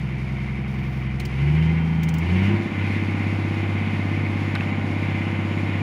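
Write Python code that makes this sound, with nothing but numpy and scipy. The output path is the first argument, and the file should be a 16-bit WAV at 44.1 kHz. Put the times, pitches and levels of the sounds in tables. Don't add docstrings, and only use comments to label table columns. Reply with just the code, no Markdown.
import sys
import numpy as np
from scipy import signal
from scipy.fft import rfft, irfft
from scipy.io import wavfile
from scipy.ndimage import uniform_filter1d

SR = 44100
rng = np.random.default_rng(int(sys.argv[2]) if len(sys.argv) > 2 else 0)


def master(y):
    cut = np.clip(np.atleast_2d(y).T, -1, 1)
    pcm = np.round(cut * 32767)
    wavfile.write(sys.argv[1], SR, pcm.astype(np.int16))


N = 256662
TIME = np.arange(N) / SR
CYLINDERS = 6

THROTTLE_HZ = [64.7, 80.5, 99]
# f/Hz, width/Hz, lift/dB
METAL_MODES = [(340, 57, 5), (717, 43, 7), (793, 24, 9), (934, 18, 9.5), (1452, 76, 5.5), (2059, 35, 8.5),
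               (2197, 160, 4.5)]


def amp(db):
    return np.exp(np.asarray(db) * (np.log(10) / 20))


def unit(x):
    return x / np.sqrt(np.mean(x ** 2))


def curve(points):
    return np.interp(TIME, *np.transpose(points))


def colour(x, points, modes=()):
    hz, db = np.transpose(points)
    bins = np.arange(1, N // 2 + 2) * SR / N
    octave, knots = np.log2(bins), np.log2(hz)
    outside = np.abs(octave - np.clip(octave, knots[0], knots[-1]))
    lift_db = sum(peak_db / (1 + (2 * (bins - centre) / width) ** 2) for centre, width, peak_db in modes)
    return unit(irfft(rfft(x) * amp(np.interp(octave, knots, db) + lift_db - 60 * outside), N))


def drift(rate_hz, hop=32):
    coarse, size = np.arange(0, N + hop, hop) / SR, int(SR / hop / rate_hz)
    steps = np.repeat(rng.standard_normal(len(coarse) // size + 1), size)[:len(coarse)]
    return np.interp(TIME, coarse, unit(uniform_filter1d(uniform_filter1d(steps, size), size)))


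def ringing(envelope, hz, width_hz, order=4):
    edges = np.clip([hz - width_hz / 2, hz + width_hz / 2], 20, SR / 2 - 1)
    band = signal.butter(order, edges, "band", fs=SR, output="sos")
    burst = signal.sosfilt(band, (envelope + 1e-18) * rng.standard_normal(N))
    return unit(burst) * np.sqrt(np.mean(envelope ** 2))


def fade(start, t60):
    return (TIME >= start) * np.exp(-np.log(1000) * np.abs(TIME - start) / t60)


def tap(start, db, hz, width_hz, t60):
    return amp(db) * ringing(fade(start, t60), hz, width_hz)


def strike(blows, response):
    return signal.oaconvolve(np.pad(blows, (len(response) - 1, 0), "reflect"), response, "valid")


def revs(hz):
    return (hz - THROTTLE_HZ[0]) / (THROTTLE_HZ[-1] - THROTTLE_HZ[0])


def rev_gain(hz, idle_db, rise_db):
    return amp(idle_db + rise_db * revs(hz))


def finger_brush():
    # t/s, level/dB
    touch = [(0.55, -100), (0.72, -72), (1.0, -69), (1.15, -100)]
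    return ringing(amp(curve(touch)), hz=14500, width_hz=2000, order=2)


def cab_air(hz, load, rumble_db=-41, swell_db=11):
    # f/Hz, level/dB
    spectrum = [(20, -20), (45, -9.5), (80, -5), (160, -4.5), (330, -10), (430, -17), (700, -40.5)]
    rumble = amp(rumble_db + swell_db * np.abs(load) * revs(hz)) * colour(rng.standard_normal(N), spectrum)
    drone = ringing(rev_gain(hz, idle_db=-52, rise_db=10.5), hz=168.4, width_hz=60, order=2)
    return rumble + drone


def loose_panel(hz, load, load_db=14):
    drive = rev_gain(hz, idle_db=-47, rise_db=1.5) * amp(load_db * load)
    return ringing(drive, hz=346, width_hz=24, order=2)


def roar():
    # t/s, level/dB
    swell = [(1.3, -59), (2.4, -56.5), (4.3, -45.5), (4.9, -45.5), (5.82, -43)]
    return ringing(amp(curve(swell)), hz=660, width_hz=386)


def rasp(flicker_db=2.7):
    # t/s, level/dB
    bite = [(1.28, -58), (1.39, -50), (1.48, -48.5), (1.63, -47), (1.8, -59), (2.2, -51), (2.33, -45.5),
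            (2.49, -41.5), (2.58, -53), (2.7, -55), (2.85, -53.5), (4.95, -52.5), (5.1, -48), (5.82, -53)]
    return ringing(amp(curve(bite) + flicker_db * drift(45)), hz=2840, width_hz=510, order=3)


def gear_whistle(hz, cycle, order=233):
    db = np.interp(hz, [65, 73, 81, 90], [-70, -52.5, -55.5, -65]) + 2.5 * drift(25)
    wobble_rad = np.interp(hz, [72, 78], [1.7, .75])
    return np.sqrt(2) * amp(db) * np.sin(2 * np.pi * order * cycle + wobble_rad * drift(90))


def whines(hz, cycle, waver_db=2, wobble_rad=0.48):
    # multiple of the cycle rate (rounded below), idle level/dB, full-speed level/dB
    partials = [(30, -52.5, -53), (34, -65.5, -56), (36, -59.5, -52.5), (39, -58, -60), (42, -70, -57.5),
                (44, -71, -55), (45, -59, -59.5), (49, -72.5, -53.5), (56, -64.5, -57), (59, -70, -56.5),
                (60, -69, -56), (62.85, -58, -55), (68.37, -55, -60), (73.24, -65.5, -54.5),
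                (83, -67, -66.5), (87.4, -59.5, -59), (90.7, -71, -55), (107.9, -65, -51.5),
                (126.5, -64, -52), (209.7, -72, -62.5), (257, -77, -67), (415, -88, -72.5)]
    out = 0
    for order, idle_db, full_db in partials:
        db = idle_db + (full_db - idle_db) * revs(hz) + waver_db * drift(12)
        phase = 2 * np.pi * (round(order) * cycle + rng.random()) + wobble_rad * drift(16)
        out += amp(db) * np.sin(phase)
    return np.sqrt(2) * out


def throttle_dial(cab_db=-16, cab_t60=0.045):
    # t/s, tick level/dB, bright edge level/dB, seating delay/s, seating level/dB, f/Hz, width/Hz
    detents = [(1.1988, -39.5, -57, 0.0031, -30, 4080, 450), (1.2524, -40.5, -53, 0.0029, -34, 4660, 450),
               (2.032, -38.5, -48, 0.0016, -53, 5170, 3000), (2.0868, -41, -51, 0.0048, -33, 6700, 3200),
               (2.14, -42.5, -44, 0.003, -50, 6000, 3000), (2.1837, -44.5, -47, 0.0054, -46, 6560, 2000)]
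    # f/Hz, level/dB
    spectrum = [(1500, -22), (2700, 6), (3500, 4), (4700, 0.5), (6800, 3), (8200, -6), (9000, -0.5),
                (12000, -13), (13000, -5), (15000, -5)]
    tick = colour(rng.standard_normal(N), spectrum)
    out = tap(start=1.2028, db=-28, hz=2650, width_hz=700, t60=.012)
    for start, tick_db, edge_db, delay, seat_db, ring_hz, width_hz in detents:
        out += amp(tick_db) * tick * (fade(start, t60=0.062) + amp(cab_db) * fade(start, cab_t60))
        out += tap(start, edge_db, hz=15200, width_hz=900, t60=.04)
        seating = fade(start + delay, t60=0.0058) + amp(cab_db) * fade(start + delay, cab_t60)
        out += amp(seat_db) * ringing(seating, ring_hz, width_hz, order=2)
    return out


def twang(start, db, first_hz, last_hz, fall_s, t60):
    hz = last_hz + (first_hz - last_hz) * np.exp(-np.maximum(TIME - start, 0) / fall_s)
    return np.sqrt(2) * amp(db) * fade(start, t60) * np.sin(2 * np.pi * np.cumsum(hz) / SR)


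def fitting_snap():
    # t/s, level/dB, f/Hz, width/Hz, t60/s
    blows = [(4.5515, -27, 1900, 1500, .022), (4.5518, -38, 4800, 1300, .02), (4.5562, -27, 1150, 900, .04),
             (4.5595, -27.5, 2100, 1500, .04), (4.6084, -17.5, 1900, 1600, .008),
             (4.6085, -38.5, 3500, 1500, .012), (4.617, -32, 1150, 600, .04), (4.634, -36, 2800, 1300, .05),
             (4.641, -35, 1200, 700, .04)]
    rattle = sum(tap(*blow) for blow in blows)
    edge = tap(start=blows[0][0], db=-46, hz=6740, width_hz=11030, t60=0.031)
    return rattle + edge + twang(start=4.5526, db=-32, first_hz=4250, last_hz=2550, fall_s=.012, t60=.06)


def clatter(cycle, t60, fresh, uneven, scatter_db):
    accents = [1.7, 0.6, 0.5, 0.088, -1.6, -0.87]
    decay = np.exp(-np.log(1000) * TIME[:SR // 10] / t60)
    repeating, power = 0, 0
    for cylinder, db in enumerate(accents):
        count = np.floor(cycle - cylinder / CYLINDERS)
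        blows = np.diff(count, prepend=count[0]) * amp(uneven * db + scatter_db * rng.standard_normal(N))
        repeating += strike(blows, decay * rng.standard_normal(len(decay)))
        power += strike(blows ** 2, decay ** 2)
    return np.sqrt(1 - fresh) * repeating + np.sqrt(fresh * np.abs(power)) * rng.standard_normal(N)


def casing_rumble(hz, load, cycle, load_db=3):
    # f/Hz, level/dB
    spectrum = [(290, -2), (380, -3.5), (440, -8), (500, -2.5), (600, -12.5), (800, -6.5), (1000, -7),
                (1320, -9), (1630, -11), (1900, -11)]
    blows = clatter(cycle, t60=0.14, fresh=0.43, uneven=1.0, scatter_db=0.1)
    gain = rev_gain(hz, idle_db=-41.6, rise_db=3.3) * amp(load_db * load)
    return gain * colour(blows, spectrum, METAL_MODES)


def engine_hiss(hz, surge, cycle, surge_depth=0.68):
    # f/Hz, level/dB
    spectrum = [(2180, -16.5), (3700, -2), (4030, -7), (4380, -2.5), (5000, -6), (6250, -11.5), (6760, -13),
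                (7620, -18.5), (9020, -19.5), (9810, -14), (11000, -22), (14900, -28), (15600, -27)]
    blows = clatter(cycle, t60=0.33, fresh=0.47, uneven=0.7, scatter_db=2.0)
    return rev_gain(hz, idle_db=-58, rise_db=4.24) * amp(surge_depth * surge) * colour(blows, spectrum)


def diesel_knock(hz, surge, cycle, surge_depth=0.62, valve_db=-1.0, burst_db=0.86):
    # f/Hz, level/dB
    spectrum = [(1750, -8), (1930, -6), (2020, -4), (2400, -2.5), (2650, -8.5), (3080, -14), (3310, -17.5),
                (4000, -25)]
    uneven = np.interp(hz, THROTTLE_HZ, [1.6, 1.1, .7])
    fresh = np.interp(hz, THROTTLE_HZ, [.33, .5, .6])
    loose = cycle + .0015 * drift(14)
    firing, valves = (clatter(loose + offset, t60=.17, fresh=fresh, uneven=uneven, scatter_db=1.2)
                      for offset in (0, .5 / CYLINDERS))
    blows = (firing + amp(valve_db) * valves) * amp(burst_db * drift(35))
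    gain = rev_gain(hz, idle_db=-42, rise_db=6.3) * amp(surge_depth * surge)
    return gain * colour(blows, spectrum, METAL_MODES)


def throb(hz, load, cycle, waver_db=2, sway_rad=.3, panel_hz=341, panel_width_hz=9, panel_db=13):
    # order, level/dB at idle, half and full speed, lift under full load/dB
    strong = [(7, -56, -44, -52.5, 3), (8, -49, -45, -59, 1), (9, -41.5, -40.5, -34, 7),
              (10, -48, -42, -38, 2), (11, -70, -37, -39.5, -8), (13, -41.5, -41, -34.5, -5),
              (14, -37, -37, -38, 2), (15, -46.5, -55, -40, -3), (16, -41.5, -39, -38, -7.5),
              (18, -37.5, -40.5, -39.5, 1), (19, -51.5, -52, -46.5, -12), (20, -39.5, -41, -43, -1),
              (22, -65, -60, -47, -3)]
    harmonics = {order: (-58, -57, -57.5, 3) for order in range(5, 29) if order not in (6, 12)}
    harmonics.update({order: levels for order, *levels in strong})
    gathered = np.interp(hz, THROTTLE_HZ[1:], [0, 1])
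    slack_db = 3 * np.minimum(load, 0)
    out = 0
    for order, (*steady_db, load_db) in harmonics.items():
        db = np.interp(hz, THROTTLE_HZ, steady_db) + waver_db * drift(7.7)
        db += load_db * np.maximum(load, 0) + slack_db
        if order % 2 == 0:
            detune = (order * hz / CYLINDERS - panel_hz) / panel_width_hz
            db += panel_db / (1 + detune ** 4)
        smeared = np.angle(1j * np.exp(2j / 3 * (order - 12) ** 2))
        rounded = 0.037 * (order - 15) ** 2
        stray = max(np.interp(order, [16, 21], [0, 1]), .1)
        phase = smeared + gathered * (1 - stray) * (rounded - smeared) + sway_rad * drift(9.1)
        out += amp(db) * np.cos(2 * np.pi * order * cycle + phase)
    return np.sqrt(2) * out


def cab_boom(hz, load, cycle, waver_db=1.0, push=1.4, light_load=0.21, null_hz=86.4, null_width_hz=2.8):
    phase = 2 * np.pi * CYLINDERS * cycle
    root = amp(np.interp(hz, THROTTLE_HZ, [-34, -27, -25]) + waver_db * drift(5.8)) * (1 + push * load)
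    octave = amp(np.interp(hz, THROTTLE_HZ, [-29.5, -21.5, -41]) + waver_db * drift(5.0))
    octave += amp(-18) * np.maximum(load - light_load, 0)
    lag = np.interp(hz, THROTTLE_HZ[:2], [0, np.pi])
    null = np.tanh((null_hz - hz) / null_width_hz)
    return np.sqrt(2) * (root * np.cos(phase) + null * octave * np.cos(2 * phase - lag))


def scene():
    # t/s, f/Hz
    firing_rate = [(0, 64.37), (1.32, 64.94), (1.56, 78.57), (1.72, 80.9), (1.85, 80.82), (2.18, 80.3),
                   (2.52, 102.1), (2.62, 101.4), (2.8, 97.1), (2.96, 99.1), (5.82, 98.74)]
    # t/s, load (0 holds, 1 pulls)
    governor = [(1.31, 0.046), (1.44, 0.69), (1.65, 0.47), (1.88, -0.17), (2.17, 0.049), (2.31, 0.74),
                (2.55, 0.64), (2.6, -0.093), (2.72, -0.58), (2.8, 0.2), (3.15, -0.038)]
    # t/s, level/dB before surge_depth
    knock_surge = [(1.26, 2.9), (1.305, 6.5), (1.44, 7), (1.65, 2), (1.88, -0.5), (2.14, -0.3), (2.29, 6),
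                   (2.44, 5), (2.57, -1), (2.7, -4), (2.83, 3), (2.98, 1.5), (3.1, -1), (4.5, -1),
                   (4.72, -1), (4.9, -3), (5.06, 0.2), (5.48, -1.5), (5.82, -0.5)]
    hz, load, surge = curve(firing_rate), curve(governor), curve(knock_surge)
    cycle = .05 + np.cumsum(hz) / SR / CYLINDERS
    engine = cab_boom(hz, load, cycle) + throb(hz, load, cycle)
    engine += casing_rumble(hz, load, cycle) + engine_hiss(hz, surge, cycle)
    engine += cab_air(hz, load) + loose_panel(hz, load) + diesel_knock(hz, surge, cycle)
    engine += whines(hz, cycle) + gear_whistle(hz, cycle) + rasp() + roar()
    return (engine + finger_brush() + throttle_dial() + fitting_snap())[None]


def record(dry, top_hz=15600):
    return signal.sosfilt(signal.ellip(10, .2, 80, top_hz, fs=SR, output="sos"), dry)


dry = scene()
out = record(dry)
master(out)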